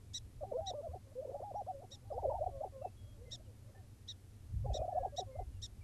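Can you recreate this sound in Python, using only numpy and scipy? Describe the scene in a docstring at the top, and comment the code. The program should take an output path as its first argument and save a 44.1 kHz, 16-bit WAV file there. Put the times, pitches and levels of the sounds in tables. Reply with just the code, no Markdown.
"""Prairie chickens on open grassland

Bubbling cackles sound close by, a fainter cackle and random hoots further off. All their notes are one
source-filter voice: a nearly pure tone that flips registers through a throat resonance near 700 Hz.
A small bird repeats a harmonic-rich, arched peep, and a far songbird whistles sliding sines.
Shaped noise makes the wind that rumbles on a microphone and the even hush of the field."""
import sys
import numpy as np
from scipy import signal
from scipy.fft import rfft, irfft, next_fast_len
from scipy.io import wavfile
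from scipy.ndimage import uniform_filter1d

SR = 44100
rng = np.random.default_rng(int(sys.argv[2]) if len(sys.argv) > 2 else 0)


def master(y):
    """Save y as 16-bit WAV."""
    cut = np.clip(np.atleast_2d(y).T, -1, 1)
    pcm = np.round(cut * 32767)  # scale
    wavfile.write(sys.argv[1], SR, pcm.astype(np.int16))


N = 257103
TIME = np.arange(N) / SR  # s


def undb(db):
    """Level to amplitude: 20 dB is a factor of ten."""
    return 10 ** (np.asarray(db) / 20)


def response(points, hz):
    """Filter gain at hz, interpolated in dB over log frequency between (f/Hz, level/dB) points."""
    corner_hz, db = np.transpose(points)
    return undb(np.interp(np.log(np.maximum(hz, 1)), np.log(corner_hz), db))


def coloured(x, points):
    """Linear filtering: the spectrum of x is multiplied by a (f/Hz, level/dB) outline."""
    size = next_fast_len(N)
    hz = np.arange(size // 2 + 1) * SR / size
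    return irfft(rfft(x, size) * response(points, hz), size)[:N]


def noise(points):
    """Filtered white noise, scaled to rms 1."""
    x = coloured(rng.standard_normal(N), points)
    return x / x.std()


def steadied(x, span_s):
    """Level equalisation: noise divided by its running rms, which evens out the slow swells."""
    return x / np.sqrt(uniform_filter1d(x ** 2, int(span_s * SR)) + 1e-9)


def walk(rate, size=N):
    """Smoothed random modulation with a spread near 0.6, drawn anew rate times a second."""
    k = max(int(SR / rate), 1)
    steps = np.repeat(rng.standard_normal(size // k + 1), k)
    return 0.71 * uniform_filter1d(steps, k)[:size]


def window(t, start, end, edge):
    """Sine-squared gating: one between start and end, with rounded edges."""
    ramp = np.clip(np.minimum(t - start, end - t) / edge, 0, 1)
    return np.sin(np.pi / 2 * ramp) ** 2


def wind(buffet_db=-1, rumble_db=-56.0, coupling=0.24, ceiling_db=-44.5):
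    """Flow noise: lumpy buffeting on the microphone, a low rumble tied to it, a stronger, brighter gust."""
    # buffeting force before the ceiling: t/s, level/dB
    force_course = [(0.0, -63), (0.26, -54.5), (0.31, -68), (0.39, -49.5), (0.53, -71), (0.62, -51),
                    (0.88, -76), (0.89, -48.5), (1.18, -76.5), (1.35, -63.5), (1.96, -68.5), (2.19, -50),
                    (2.55, -48), (2.6, -60.5), (2.92, -60), (2.95, -54), (3.77, -65.5), (4.34, -65),
                    (4.64, -38), (4.82, -48.5), (4.93, -65), (4.98, -46.5), (5.18, -63), (5.28, -52),
                    (5.33, -69), (5.38, -44), (5.62, -51.5), (5.63, -51.5), (5.76, -54), (5.83, -52)]
    # the strong gust: t/s, level/dB
    gust_course = [(4.52, -67), (4.536, -39), (4.63, -43), (4.735, -36.5), (4.77, -62), (4.805, -40),
                   (4.85, -63)]
    # spectra of buffeting, rumble and gust: f/Hz, level/dB
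    buffet_colour = [(12, -10.5), (25, -6), (42, -2.5), (65, -1.5), (85, -1.5), (140, -41), (300, -65.5)]
    rumble_colour = [(45, -18), (75, -7.5), (102, 2), (125, -7), (150, -23), (300, -72.5)]
    gust_colour = [(20, -29), (45, 3.5), (75, 0), (120, 2), (160, -16), (210, -15.5), (280, -43),
                   (600, -76)]

    force_db = np.minimum(np.interp(TIME, *np.transpose(force_course)), ceiling_db)
    buffeting = undb(force_db + buffet_db) * steadied(noise(buffet_colour), span_s=0.083)
    swell_db = coupling * (force_db - force_db.mean())
    rumble = undb(rumble_db + swell_db) * steadied(noise(rumble_colour), span_s=0.22)
    gust_s, gust_db = np.transpose(gust_course)
    gust = undb(np.interp(TIME, gust_s, gust_db)) * steadied(noise(gust_colour), span_s=0.041)
    return buffeting + rumble + gust * window(TIME, gust_s[0], gust_s[-1], 0.0044)


def field(level_db=-64):
    """Stationary noise: the even hush of open country, running into microphone hiss."""
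    # spectrum of the hush: f/Hz, level/dB
    field_colour = [(30, 4.5), (150, -9.5), (200, 1.5), (280, -3.5), (400, -8.5), (600, -14), (1000, -20),
                    (1700, -22.5), (3000, -25), (6000, -25.5), (12000, -26)]
    return noise(field_colour) * undb(level_db)


def songbird(flutter_db=2):
    """Frequency and amplitude modulation: far whistles slide, level off and flutter in the moving air."""
    # notes: start t/s, length t/s, first pitch f/Hz, last pitch f/Hz, level before the flutter/dB
    whistles = [(0.087, 0.055, 2420, 2210, -80), (1.551, 0.05, 5480, 5820, -71.5),
                (2.119, 0.03, 4860, 5100, -70.5), (2.808, 0.09, 2740, 2626, -72.5),
                (2.96, 0.186, 3355, 3266, -75), (3.245, 0.083, 2100, 2040, -69),
                (3.436, 0.051, 3350, 2790, -75.5), (3.619, 0.1, 2227, 2170, -85),
                (3.742, 0.056, 1744, 1790, -65), (4.701, 0.13, 2570, 2453, -74.5),
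                (4.908, 0.22, 1770, 1630, -74), (5.302, 0.14, 2190, 2050, -73),
                (5.517, 0.074, 3000, 2750, -77.5), (5.805, 0.039, 2430, 2254, -69)]
    out = np.zeros(N)
    flutter = undb(flutter_db * walk(40))
    for start, length, first_hz, last_hz, db in whistles:
        on = (TIME >= start) & (TIME < start + length)
        t = TIME[on] - start
        hz = last_hz + (first_hz - last_hz) * (1 - t / length) ** 1.8
        phase = 2 * np.pi * np.cumsum(hz) / SR
        out[on] += undb(db) * window(t, 0, length, 0.017) * np.sin(phase)
    return out * flutter


def peep(start, length, top_hz, db, tilt_db, jitter=0.0039, slip_rise=0.1, slip_dip=0.24, rasp=0.3, count=6):
    """Additive synthesis of an arched chirp; the membrane slips now and then, which makes it rasp."""
    # course of the chirp: share of its length, pitch over top pitch, level/dB
    peep_shape = [(0, .82, -15.5), (0.129, .92, -6), (.25, 1, 1.5), (.48, 0.99, 2), (.7, 1, -1),
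                  (.88, 0.94, -1), (1, 0.833, -16)]
    on = (TIME >= start) & (TIME < start + length)
    t = TIME[on] - start
    share, arch, swell_db = np.transpose(peep_shape)

    # each slip is a brief bump that raises the pitch and dips the level
    when, size = rng.uniform((.2, .4), (.8, 1), (count, 2)).T[:, :, None]
    slip = (size * np.exp(-.5 * ((t - when * length) / .0005) ** 2)).max(axis=0)
    hz = top_hz * np.interp(t / length, share, arch)
    unsteady = 1 + slip_rise * slip + jitter * walk(1800)[on]
    phase = 2 * np.pi * np.cumsum(hz * unsteady) / SR

    # six harmonics flicker from cycle to cycle, the upper ones most
    k = np.arange(1, 7)[:, None]
    flicker = 1 + rasp * k / 2 * np.array([walk(2000)[on] for _ in k])
    tilt = undb(tilt_db * np.maximum(k - 2, 0))
    tone = np.sum(flicker * tilt * np.sin(k * phase), axis=0)
    level = undb(db + np.interp(t / length, share, swell_db)) * (1 - min(slip_dip, 1) * slip)
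    out = np.zeros(N)
    out[on] = tone * level * window(t, 0, length, 0.00038)
    return out


def small_bird():
    """Source-filter principle: chirps rich in harmonics are coloured by the windpipe and beak."""
    # peeps: start t/s, length t/s, top pitch f/Hz, source level/dB, tilt per harmonic above the second/dB
    peeps = [(.134, 0.054, 1927, -42, 3.5), (.659, 0.055, 1921, -43, -0.5), (1.907, 0.054, 1872, -51.5, 2),
             (3.308, 0.055, 1854, -44, 1), (4.075, 0.053, 1888, -44, -3.5), (4.731, 0.053, 1878, -45, 1),
             (5.162, 0.054, 1893, -43, 1), (5.617, 0.051, 1856, -44.5, 2.5)]
    # windpipe and beak: f/Hz, level/dB
    peep_colour = [(1900, -27.5), (2900, -9.5), (3400, -8), (3850, 0), (4250, 1), (4650, -10.5),
                   (5700, -6.5), (6400, -7.5), (7100, -16), (7800, -21), (8700, -27.5), (10000, -46.5),
                   (11300, -34.5), (12500, -92)]
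    return coloured(sum(peep(*row) for row in peeps), peep_colour)


def ring_on(envelope):
    """First-order lag: the air sacs take milliseconds to fill with sound and to let it go."""
    keep = np.exp(-1 / (.002 * SR))  # time constant 2 ms
    return signal.lfilter([1 - keep], [1, -keep], envelope)


def cackle(start, pitch, drive_db, purest_db, jitter=0.017, shimmer_db=2.4, second_db=-7, third_db=-29,
           low_register_hz=400, purity_octaves=0.4, usual_drive_db=-39, clearing=0.69):
    """Source-filter principle: harmonics of a sliding tone light up as they cross the throat resonance."""
    # the voice cracks and adds the octave below: start t/s, end t/s, level against the drive/dB
    cracks = [(0.465, 0.514, 8), (4.673, 4.692, 3), (4.714, 4.74, 3)]
    # throat and air sacs: f/Hz, level/dB
    throat = [(250, -79.5), (400, -8.5), (500, -4.5), (600, 0.5), (750, 1.5), (850, -1.5), (1000, -15),
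              (1150, -9.5), (1600, -31.5), (2500, -29)]
    size, first = len(pitch), int(start * SR)
    t = TIME[first:first + size]
    hz = pitch * (1 + jitter * walk(250, size=size))
    phase = 2 * np.pi * np.cumsum(hz) / SR

    # the low register is rich; the high one is nearly a sine, and purer the harder it is driven
    high_db = np.minimum(purest_db - clearing * (drive_db - usual_drive_db), 0)
    height = np.clip(np.log2(hz / low_register_hz) / purity_octaves, 0, 1)
    rich_db = high_db * height
    cracked = sum(undb(db) * window(t, begin, end, 0.0017) for begin, end, db in cracks)
    partials = [(.5, cracked), (1, 1), (2, undb(second_db + rich_db)), (3, undb(third_db + rich_db))]

    push = undb(drive_db + shimmer_db * walk(175.7, size=size))
    tone = 0
    for k, gain in partials:
        envelope = ring_on(push * gain * response(throat, k * hz))
        tone = tone + envelope * np.sin(k * phase)
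    return np.pad(tone * window(t, t[0], t[-1], 0.0026), (first, N - first - size))


def hoot(start, length, first_hz, last_hz, db, purest_db):
    """Frequency glide: a slightly arched slide that swells to a late peak."""
    peak_share, onset_db, end_db = 0.7, -10, -12  # levels against the peak drive
    arch_depth = 0.02  # share of the pitch
    share = TIME[:int(length * SR)] / length
    swell_db = np.interp(share, [0, peak_share, 1], [onset_db, 0, end_db])
    arch = 1 + arch_depth * (np.sin(np.pi * share) - .5)
    pitch = (first_hz + (last_hz - first_hz) * share) * arch
    return cackle(start, pitch, db + swell_db, purest_db)


def whoop(start, length, leap_s, first_hz, top_hz, last_hz, leap_db, hold_db, fall_db, purest_db=-12):
    """Register change: the voice leaps up, thins on a slowly sagging top and gains body as it falls."""
    fall_s, glide_bend = 0.0203, 1.546  # length of the fall, exponent of both glides
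    hold_sag = 0.09  # share of the top pitch lost over the note
    # loudest at this share of the leap and this long before the end; the ends are weaker
    leap_peak, fall_peak_s, edge_db = 0.23, 0.0061, -5
    t = TIME[:int(length * SR)]
    top = top_hz * (1 - hold_sag * (t / length - .5))
    leap = np.maximum(1 - t / leap_s, 0) ** glide_bend
    fall = np.maximum(1 - (length - t) / fall_s, 0) ** glide_bend
    pitch = top + (first_hz - top) * leap + (last_hz - top) * fall
    turns = np.sort([0, leap_peak * leap_s, leap_s, length - fall_s, length - fall_peak_s, length])
    levels_db = [leap_db + edge_db, leap_db, hold_db, hold_db, fall_db, fall_db + edge_db]
    return cackle(start, pitch, np.interp(t, turns, levels_db), purest_db)


def drone(start, length, hz, db, lift_db, purest_db):
    """Drive modulation: a soft held note swells and sags, then lifts with a second push."""
    sag, lift_rise, lift_s = 0.099, 0.39, 0.028  # shares of the pitch lost and regained; length of the lift
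    onset_db, dip_db, end_db = -14, -4.5, -15
    t = TIME[:int(length * SR)]
    held = length - lift_s
    lift = np.maximum((t - held) / lift_s, 0) ** 2
    pitch = hz * (1 - sag * t / length + lift_rise * lift)
    turns = [0, held / 2, held, held + lift_s / 2, length]
    levels_db = [db + onset_db, db, db + dip_db, lift_db, lift_db + end_db]
    return cackle(start, pitch, np.interp(t, turns, levels_db), purest_db)


def yelp(break_s, low_s, top_hz, high_db, low_db, purest_db=-9):
    """Register break: a short high cry collapses exponentially into the low register, rich in overtones."""
    rise_s, from_share, onset_db = .016, 0.865, -15  # it starts at this share of its top pitch
    drop_s, low_hz, low_sag = 0.00453, 416, 0.146  # time constant of the drop, where to, share it then sags
    dip_db, end_db = -4, -4
    t = TIME[:int((rise_s + low_s) * SR)] - rise_s
    high = top_hz * np.interp(t, [-rise_s, 0], [from_share, 1])
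    low = low_hz * (1 - low_sag * t / low_s)
    pitch = low + (high - low) * np.exp(-np.maximum(t, 0) / drop_s)
    turns = [-rise_s, -rise_s / 2, 0, drop_s, low_s / 2, low_s]
    levels_db = [high_db + onset_db, high_db, high_db, low_db + dip_db, low_db, low_db + end_db]
    return cackle(break_s - rise_s, pitch, np.interp(t, turns, levels_db), purest_db)


def flock(count=16, purest_db=-15):
    """Random superposition: birds further off hoot in the lull, each note with its own pitch and slide."""
    from_s, to_s, note_s = 2.9, 3.8, 0.071
    mid_db, spread_db, mid_hz, slide = -70, 4, 562, 0.197  # slide as a share of the pitch
    out = 0
    for when, first, last, loud in rng.uniform(-1, 1, (count, 4)):
        start = np.interp(when, [-1, 1], [from_s, to_s])
        first_hz, last_hz = mid_hz * (1 + slide * first), mid_hz * (1 + slide * last)
        out = out + hoot(start, note_s, first_hz, last_hz, mid_db + spread_db * loud, purest_db)
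    return out


def prairie_chickens():
    """Superposition: the close birds' cackles and a fainter far cackle are added to the random far hoots."""
    # hoots: start t/s, length t/s, first f/Hz, last f/Hz, drive/dB, overtones/dB
    hoots = [(0.407, 0.036, 658, 527, -37.5, -12), (0.439, 0.016, 738, 712, -41, -10),
             (0.532, 0.045, 427, 549, -28, -11.5), (0.568, 0.042, 638, 665, -32.5, -15),
             (0.701, .022, 687, 698, -40, -12), (1.152, 0.062, 481, 530.5, -32, -26),
             (1.203, 0.036, 520, 667, -43, -20), (1.246, 0.015, 662, 487, -34, -18),
             (1.266, 0.018, 449, 484, -37, -17), (1.283, 0.019, 502, 530, -30, -16),
             (1.302, 0.021, 570, 391, -38.5, -18), (1.303, 0.032, 610, 735, -49.5, -18),
             (1.327, .045, 543, 582, -38.5, -19), (1.89, 0.049, 450, 588, -57, -17),
             (2.015, 0.031, 460, 533, -59, -17), (2.046, 0.056, 773, 803, -61.5, -17),
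             (2.101, 0.025, 669, 520, -37, -6.5), (2.133, 0.057, 412, 533, -34.5, -22),
             (2.228, 0.034, 417, 396, -34.5, -14), (2.23, .038, 883, 482, -29.5, -15),
             (2.265, 0.034, 472, 565, -27, -22), (2.293, .034, 715, 528, -36, -18),
             (2.33, 0.046, 881, 910, -36.5, -17), (2.402, .029, 513, 670, -29, -21),
             (2.428, 0.017, 680, 765, -35, -22), (2.496, .120, 687, 642, -52, -24),
             (3.175, 0.083, 422, 520, -49, -42), (3.261, .035, 437, 507, -48.5, -32),
             (3.394, 0.02, 556, 690, -56, -19), (3.459, 0.07, 543, 444, -55.5, -26),
             (3.657, 0.055, 486, 553, -62, -17), (4.642, 0.022, 539, 515, -34, -6),
             (4.792, 0.02, 566, 710, -37.5, -14), (4.85, 0.022, 702, 760, -48.5, -14),
             (4.941, 0.028, 540, 664, -30, -18), (4.964, 0.026, 703, 726, -29, -18),
             (4.994, 0.033, 557, 524, -35.5, -17), (5.02, 0.021, 610, 767, -35.5, -18),
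             (5.121, 0.038, 565, 572, -43.5, -17)]
    # whoops: start t/s, length t/s, length of the leap t/s, first f/Hz, top f/Hz, last f/Hz,
    # drive of the leap/dB, of the hold/dB, of the fall/dB
    whoops = [(.432, 0.097, 0.012, 560, 790, 442, -38.5, -56, -31),
              (.607, 0.11, 0.017, 690, 781, 450, -47.5, -44.5, -38),
              (.732, .089, .022, 342, 588, 373, -37, -41, -45),
              (0.821, 0.06, 0.029, 592, 675, 466, -50, -38.5, -46.5),
              (1.34, 0.072, .020, 491, 836, 345, -40.5, -54, -39.5),
              (1.415, 0.11, 0.033, 386, 824, 400, -39.5, -45, -45),
              (1.538, 0.089, 0.03, 366, 825, 363, -39, -39, -46),
              (1.662, 0.063, 0.028, 377, 765, 596, -44.5, -40, -53.5),
              (1.929, 0.067, .014, 560, 820, 760, -61, -71, -73),
              (2.121, 0.056, 0.012, 527, 801, 650, -34.5, -47.5, -51),
              (2.175, 0.03, 0.022, 490, 963, 930, -31.5, -37.5, -50),
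              (2.196, 0.041, 0.013, 728, 786, 410, -51, -50, -36.5),
              (2.296, .034, .008, 760, 962, 727, -40, -29, -34.5),
              (2.333, 0.067, 0.0331, 526, 816, 556, -34.5, -44, -39.5),
              (3.322, .066, 0.029, 410, 725, 420, -55, -72, -67),
              (4.658, .055, 0.0095, 520, 817, 506, -37.5, -48.5, -36.5),
              (4.713, .045, 0.012, 620, 794, 420, -45, -51.5, -32),
              (4.764, 0.035, 0.019, 454, 799, 500, -31, -49.5, -36),
              (4.813, 0.045, 0.023, 448, 767, 600, -30, -48, -37),
              (4.877, 0.059, 0.0273, 542, 827, 600, -33.5, -45, -36)]
    # drones: start t/s, length t/s, pitch f/Hz, drive/dB, drive of the lift/dB, overtones/dB
    drones = [(.880, .046, 515, -45.5, -49.5, -5), (1.041, 0.094, 566, -61, -58, -17),
              (1.705, 0.11, 577, -47, -51, -28), (2.505, 0.12, 572, -44.5, -31, -13),
              (2.721, .111, 556, -45.5, -38, -10), (5.261, .108, 548, -46.5, -40, -12)]
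    # yelps: break t/s, length of the low part t/s, top f/Hz, drive before/dB, drive after/dB
    yelps = [(.945, 0.031, 754, -44, -42), (1.827, 0.027, 732, -53.5, -46),
             (2.472, 0.03, 761, -33.5, -40.5), (2.645, 0.0352, 811, -36, -39),
             (2.855, 0.027, 769, -37.5, -41), (3.757, 0.056, 816, -64, -59),
             (5.057, .028, 798, -33.5, -38.5), (5.194, 0.041, 747, -32, -36),
             (5.399, 0.03, 752, -39.5, -41)]
    calls = [(hoot, hoots), (whoop, whoops), (drone, drones), (yelp, yelps)]
    return sum(note(*row) for note, rows in calls for row in rows) + flock()


def scatter(x, db, t60):
    """Diffuse scattering: the brief, weak tail that grass and uneven ground send back."""
    t = TIME[:SR // 2]
    decay = np.exp(-np.log(1000) * t / t60)  # falls by 60 dB in t60 seconds
    tail = rng.standard_normal(len(t)) * decay * (t > .005)
    return undb(db) * signal.fftconvolve(x, tail / np.sqrt(np.sum(tail ** 2)))[:N]


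def scene():
    """Superposition: birds and wind in the centre; a trace of hiss in antiphase between the channels."""
    song = songbird()
    peeps = small_bird()
    chickens = prairie_chickens()
    tails = scatter(chickens, db=-15, t60=0.068)
    tails += scatter(peeps, db=-24, t60=0.091)
    tails += scatter(song, db=-10.0, t60=0.15)
    side = undb(-89) * rng.standard_normal(N)
    return chickens + peeps + song + tails + wind() + field() + np.array([side, -side])


def record(dry):
    """Band limitation: the recorder's steep low-pass cuts the top."""
    top_hz = 12450
    low_pass = signal.ellip(10, .1, 70, top_hz, fs=SR, output="sos")
    return signal.sosfilt(low_pass, dry)


dry = scene()
out = record(dry)
master(out)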